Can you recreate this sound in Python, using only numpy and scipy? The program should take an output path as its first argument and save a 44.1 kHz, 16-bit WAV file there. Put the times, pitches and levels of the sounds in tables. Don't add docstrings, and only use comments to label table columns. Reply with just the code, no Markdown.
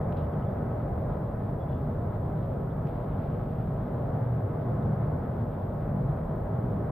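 import sys
import numpy as np
from scipy import signal
from scipy.fft import rfft, irfft
from scipy.io import wavfile
from scipy.ndimage import uniform_filter1d

SR = 44100
rng = np.random.default_rng(int(sys.argv[2]) if len(sys.argv) > 2 else 0)


def store_pcm(level_fs):
    pcm = np.round(np.clip(level_fs, -1, 1) * 32767).astype(np.int16)
    wavfile.write(sys.argv[1], SR, np.atleast_2d(pcm).T)


N = 304731
TIME = np.arange(N) / SR
FREQS = np.maximum(np.fft.rfftfreq(N, 1 / SR), 1)


def undb(db):
    return 10 ** (np.asarray(db) / 20)


def unit(x):
    return x / np.sqrt(np.mean(x ** 2))


def automation(points):
    return np.interp(TIME, *np.transpose(points))


def colour(points):
    hz, db = np.transpose(points)
    return undb(np.interp(np.log(FREQS), np.log(hz), db))


def resonance(hz, width):
    return 1 / (1 + ((FREQS ** 2 - hz ** 2) / (FREQS * width * np.pi / 2)) ** 2)


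def peak_bank(rows):
    return np.sqrt(sum((undb(db) * resonance(hz, width)) ** 2 for hz, width, db in rows))


def noise(gain):
    phases = np.exp(2j * np.pi * rng.random(len(FREQS)))
    return unit(irfft(gain * phases, N))


def sustained(x, span_s):
    size = max(int(span_s * SR), 1)
    power = uniform_filter1d(uniform_filter1d(x ** 2, size), size)
    return x / np.sqrt(power)


def walk(rate_hz):
    hold = int(SR / rate_hz)
    steps = np.repeat(rng.standard_normal(N // hold + 1), hold)
    return unit(uniform_filter1d(uniform_filter1d(steps, hold), hold)[:N])


def hiss():
    # (frequency [Hz], relative level [dB])
    hiss_eq = [(2000, -17.5), (5000, -3.5), (5900, -9), (6600, -14), (7500, -6), (8600, -0.5), (9600, -7.5),
               (10500, -4.5), (11500, -3), (12800, 3.5), (15000, 1), (16000, -5.5)]
    return undb(-74.5) * noise(colour(hiss_eq))


def squeaks():
    # (start [s], length [s], level [dB], from pitch [Hz], to pitch [Hz])
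    glides = [(1.588, 0.068, -69, 3400, 3390), (1.683, .03, -70, 3410, 3430), (1.696, .07, -71, 2940, 3000),
              (1.721, .017, -67, 3400, 3390), (1.742, .016, -67, 3390, 3430),
              (1.758, 0.02, -72, 3400, 3400)]
    jitter_hz, flutter_db = 28 * walk(500), 2 * walk(160)
    out = np.zeros(N)
    for start, length, db, from_hz, to_hz in glides:
        progress = np.clip((TIME - start) / length, 0, 1)
        pitch_hz = from_hz + (to_hz - from_hz) * progress + jitter_hz
        phase = 2 * np.pi * np.cumsum(pitch_hz) / SR
        out += undb(db + flutter_db) * np.sin(np.pi * progress) * np.sin(phase)
    return out


def ticks():
    # (time [s], ring level [dB], pitch [Hz], nominal width [Hz], decay [s], snap level [dB])
    impacts = [(.124, -55.5, 2850, 1150, 0.0052, -72), (.172, -71, 3900, 350, 0.022, -76),
               (.336, -69, 3050, 900, .011, -82), (.422, -66.5, 2980, 320, 0.018, -90),
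               (.463, -74, 3450, 300, 0.035, -91), (1.12, -72.5, 3400, 450, 0.018, -85),
               (2.705, -70, 3450, 350, 0.01, -85), (2.87, -56, 2450, 1200, 0.0035, -63),
               (2.883, -69.5, 3300, 1000, 0.0044, -81), (4.824, -70, 3600, 354, 0.011, -92),
               (6.09, -76, 3600, 1210, 0.027, -82)]
    attack_s, snap_decay_s = 0.00019, 0.002
    snap_noise = sustained(noise(resonance(hz=4600, width=1350) ** 2), span_s=0.002)
    out = np.zeros(N)
    for start, ring_db, hz, width, decay_s, snap_db in impacts:
        age = np.maximum(TIME - start, 0)
        ring_noise = sustained(noise(resonance(hz, width) ** 2), span_s=0.0037)
        ring = undb(ring_db) * ring_noise * np.exp(-age / decay_s)
        snap = undb(snap_db) * snap_noise * np.exp(-age / snap_decay_s)
        out += (ring + snap) * (1 - np.exp(-age / attack_s))
    return out


def cinders():
    # (frequency [Hz], relative level [dB])
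    patter_eq = [(1200, -12.5), (2300, 2), (2800, -0.5), (3400, 1.5), (3900, -3), (4500, -10.5),
                 (5600, -20), (7000, -49)]
    # (frequency [Hz], relative level [dB])
    shower_eq = [(1200, -8.5), (2000, 6.5), (2500, 2.5), (3000, 1.5), (3800, -3.5), (4500, -11.5),
                 (5500, -20.5), (7000, -48)]
    # (start [s], level [dB], decay [s])
    showers = [(.16, -59.5, 0.058), (.325, -69, 0.07), (1.7, -70, .07), (1.76, -69.5, .04), (2.35, -72, .2),
               (2.86, -69.5, 1.1), (3.17, -74.5, .5)]
    patter_db, attack_s, stones_per_s = -76.5, 0.006, 1700
    shower_power = np.zeros(N)
    for start, db, decay_s in showers:
        age = np.maximum(TIME - start, 0)
        envelope = undb(db) * (1 - np.exp(-age / attack_s)) * np.exp(-age / decay_s)
        shower_power += envelope ** 2
    patter = noise(colour(patter_eq)) * undb(patter_db + 1.2 * walk(45))
    stones = np.sign(rng.standard_normal(N)) * (rng.random(N) < stones_per_s / SR)
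    crackle = unit(irfft(rfft(stones) * colour(shower_eq), N))
    return patter + crackle * np.sqrt(shower_power)


def weak_echoes(age, count, first_s, last_s):
    arrivals = rng.uniform(first_s, last_s, count)
    return undb(-24.5) * np.bincount(np.searchsorted(age, arrivals), minlength=len(age))


def echoes(x, distinct_db, scatter_db, onset_s, t60_s):
    # (delay [ms], channel [0 left, 1 right], relative level [dB])
    reflections = [(10.16, 0, -18), (17.26, 0, -14), (20.2, 1, -17), (22.47, 1, -17), (25.68, 0, -16),
                   (30.27, 1, -18), (34.58, 0, -18), (35.19, 1, -18)]
    # (frequency [Hz], relative level [dB])
    tail_eq = [(60, -57), (150, -37.5), (245, -7), (300, -8.5), (390, -8.5), (500, 0), (680, 4), (820, 5.5),
               (1200, -2.5), (2000, 1), (3300, -7.5), (7000, -16)]
    age = TIME[:SR // 3]
    taps = np.array([weak_echoes(age, count=8, first_s=0.009, last_s=0.036) for side in range(2)])
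    for ms, channel, db in reflections:
        taps[int(channel), round(ms * SR / 1000)] += undb(db)
    midrange = signal.butter(2, [400, 2130], "band", fs=SR, output="sos")
    distinct = rfft(signal.sosfilt(midrange, taps), N)
    bloom = 1 - np.exp(-(age / onset_s) ** 2)
    tail = rng.standard_normal(taps.shape) * bloom * undb(-60 * age / t60_s)
    tail /= np.sqrt(np.sum(tail ** 2, axis=1, keepdims=True))
    scattered = rfft(tail, N) * colour(tail_eq)
    scattered -= 0.5 * scattered.mean(axis=0)
    response = undb(distinct_db) * distinct + undb(scatter_db) * scattered
    return irfft(rfft(x) * response, N)


def jet(roar_db):
    # (frequency [Hz], relative level [dB])
    jet_eq = [(100, -46.5), (260, -0.5), (380, -3), (520, -3), (660, -3), (800, -10), (1000, -12.5),
              (1300, -16.5), (1650, -23), (2050, -29.5), (2600, -43), (4000, -55), (7000, -87)]
    # (pitch [Hz], width [Hz], level against the broad roar [dB])
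    jet_peaks = [(398, 12, 4.5), (461, 12, 4), (484, 12, -2.5), (550, 30, -1), (594, 24, 1), (652, 25, 0.5),
                 (693.7, 8.5, 2.5), (760, 11, -4), (808, 33, 4), (872, 44, -0.5), (920, 10, -1),
                 (982, 8.2, 5), (1025, 11, 5.5), (1092, 16, 4.5), (1154, 10, -2), (1193, 6.3, 1.5),
                 (1257, 8.3, 2), (1284, 12, 8), (1396, 9, 0), (1420, 13, -1.5), (1490, 41, -2),
                 (1550, 14, 1), (1639, 12, 1.5), (1760, 12, -1)]
    crossover_hz = 900
    small_share = 1 / (1 + (crossover_hz / FREQS) ** 4)
    tone = colour(jet_eq) * np.hypot(1, peak_bank(jet_peaks))
    mean_db = np.mean(roar_db)
    big_db = roar_db - 0.78
    small_db = mean_db + 1.1 * (roar_db - mean_db) - 9.5
    big_eddies = noise(tone * np.sqrt(1 - small_share)) * undb(big_db + 0.23 * walk(8.8))
    small_eddies = noise(tone * np.sqrt(small_share)) * undb(small_db + 0.6 * walk(24))
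    return big_eddies + small_eddies


def vent(effort_db):
    # (time [s], level at mean effort [dB])
    boom_build = [(0, -50.5), (1.1, -44), (1.8, -43.5), (3, -42), (6.9, -41.5)]
    # (pitch [Hz], width [Hz], relative level [dB])
    rumble_modes = [(80.4, 15, -5), (101, 37, -7.5), (113.6, 42.6, -0.5), (149.4, 14, 2), (158.5, 10, -4.5),
                    (192.9, 10, -2.5), (209, 34, -10.5), (236, 20.7, -8)]
    # (peak time [s], length [s], rumble lift [dB], boom level [dB], pitch [Hz], width [Hz])
    surges = [(0.076, 0.14, 0, -34.5, 150.3, 13), (0.197, .35, -0.5, -39, 78.7, 11),
              (0.452, 0.24, 1, -37, 188.6, 8.7), (.92, 0.35, -2, -36.5, 73, 12),
              (2.418, 0.22, -0.5, -32.5, 123, 15), (2.654, 0.36, 0, -36, 141.3, 12),
              (3.756, 0.29, -0.5, -37, 150.7, 16), (4.323, 0.27, -0.5, -28, 119, 6.5),
              (4.49, .14, -2, -34.5, 99, 12), (4.654, 0.3, 0.5, -30, 116.3, 9),
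              (4.848, .16, 0.5, -36.5, 203, 25), (4.909, 0.29, 1.4, -29.5, 120.5, 19),
              (5.138, 0.13, 0, -33.5, 99, 10), (5.342, 0.17, 1, -35, 111.5, 18),
              (6.059, .26, -0.5, -30, 131.5, 16), (6.545, 0.4, 0.6, -35.5, 146.6, 23),
              (6.721, .2, 1, -40, 252, 55)]
    # (time [s], relative level [dB])
    swells = [(0, -42), (0.5, -46.5), (1, -39.5), (1.4, -43), (2.2, -43), (2.6, -43.5), (3.1, -43),
              (3.9, -41.5), (4.4, -48.5), (5.2, -42), (5.5, -44), (6.3, -41.5), (6.9, -46)]
    # (frequency [Hz], relative level [dB])
    swell_eq = [(12, -26.5), (22, -9), (32, 0), (44, 8.5), (57, 4), (80, -0.5), (120, 3), (300, -65),
                (1000, -130)]
    drive_db = 0.63 * effort_db
    rumble_db = -32 + drive_db
    boom = sustained(noise(resonance(hz=118.4, width=9.4)), span_s=0.13)
    boom *= undb(automation(boom_build) + drive_db)
    for peak_s, length, lift_db, boom_db, hz, width in surges:
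        surge = np.exp(-(2 * (TIME - peak_s) / length) ** 2)
        rumble_db += lift_db * surge
        boom += sustained(noise(resonance(hz, width)), span_s=0.064) * undb(boom_db) * surge
    rumble = sustained(noise(peak_bank(rumble_modes)), span_s=0.094) * undb(rumble_db + 0.82 * walk(14))
    deep = sustained(noise(colour(swell_eq)), span_s=0.2) * undb(automation(swells) + 3.5)
    return rumble + boom + deep


def scene():
    # (time [s], nominal roar level [dB])
    eruption = [(0.05, -36), (0.3, -37.5), (0.8, -37.5), (1.05, -37.5), (1.5, -39.5), (2.1, -38.5),
                (2.35, -39), (3.0, -39), (3.3, -38.5), (3.55, -39.5), (4.1, -37.5), (4.45, -38.5),
                (4.78, -37), (5.05, -37), (5.5, -39), (6.2, -38), (6.85, -37.5)]
    roar_db = automation(eruption)
    effort_db = roar_db - np.mean(roar_db)
    direct = vent(effort_db) + jet(roar_db) + cinders() + ticks() + squeaks()
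    return direct + hiss() + echoes(direct, distinct_db=-7.0, scatter_db=-3.5, onset_s=0.0099, t60_s=0.3)


def record(dry):
    fade_s, top_hz = 0.004, 15400
    fades = np.minimum(np.minimum(TIME, TIME[-1] - TIME) / fade_s, 1)
    high_cut = signal.ellip(10, 0.1, 80, top_hz, fs=SR, output="sos")
    return signal.sosfilt(high_cut, dry * fades)


dry = scene()
out = record(dry)
store_pcm(out)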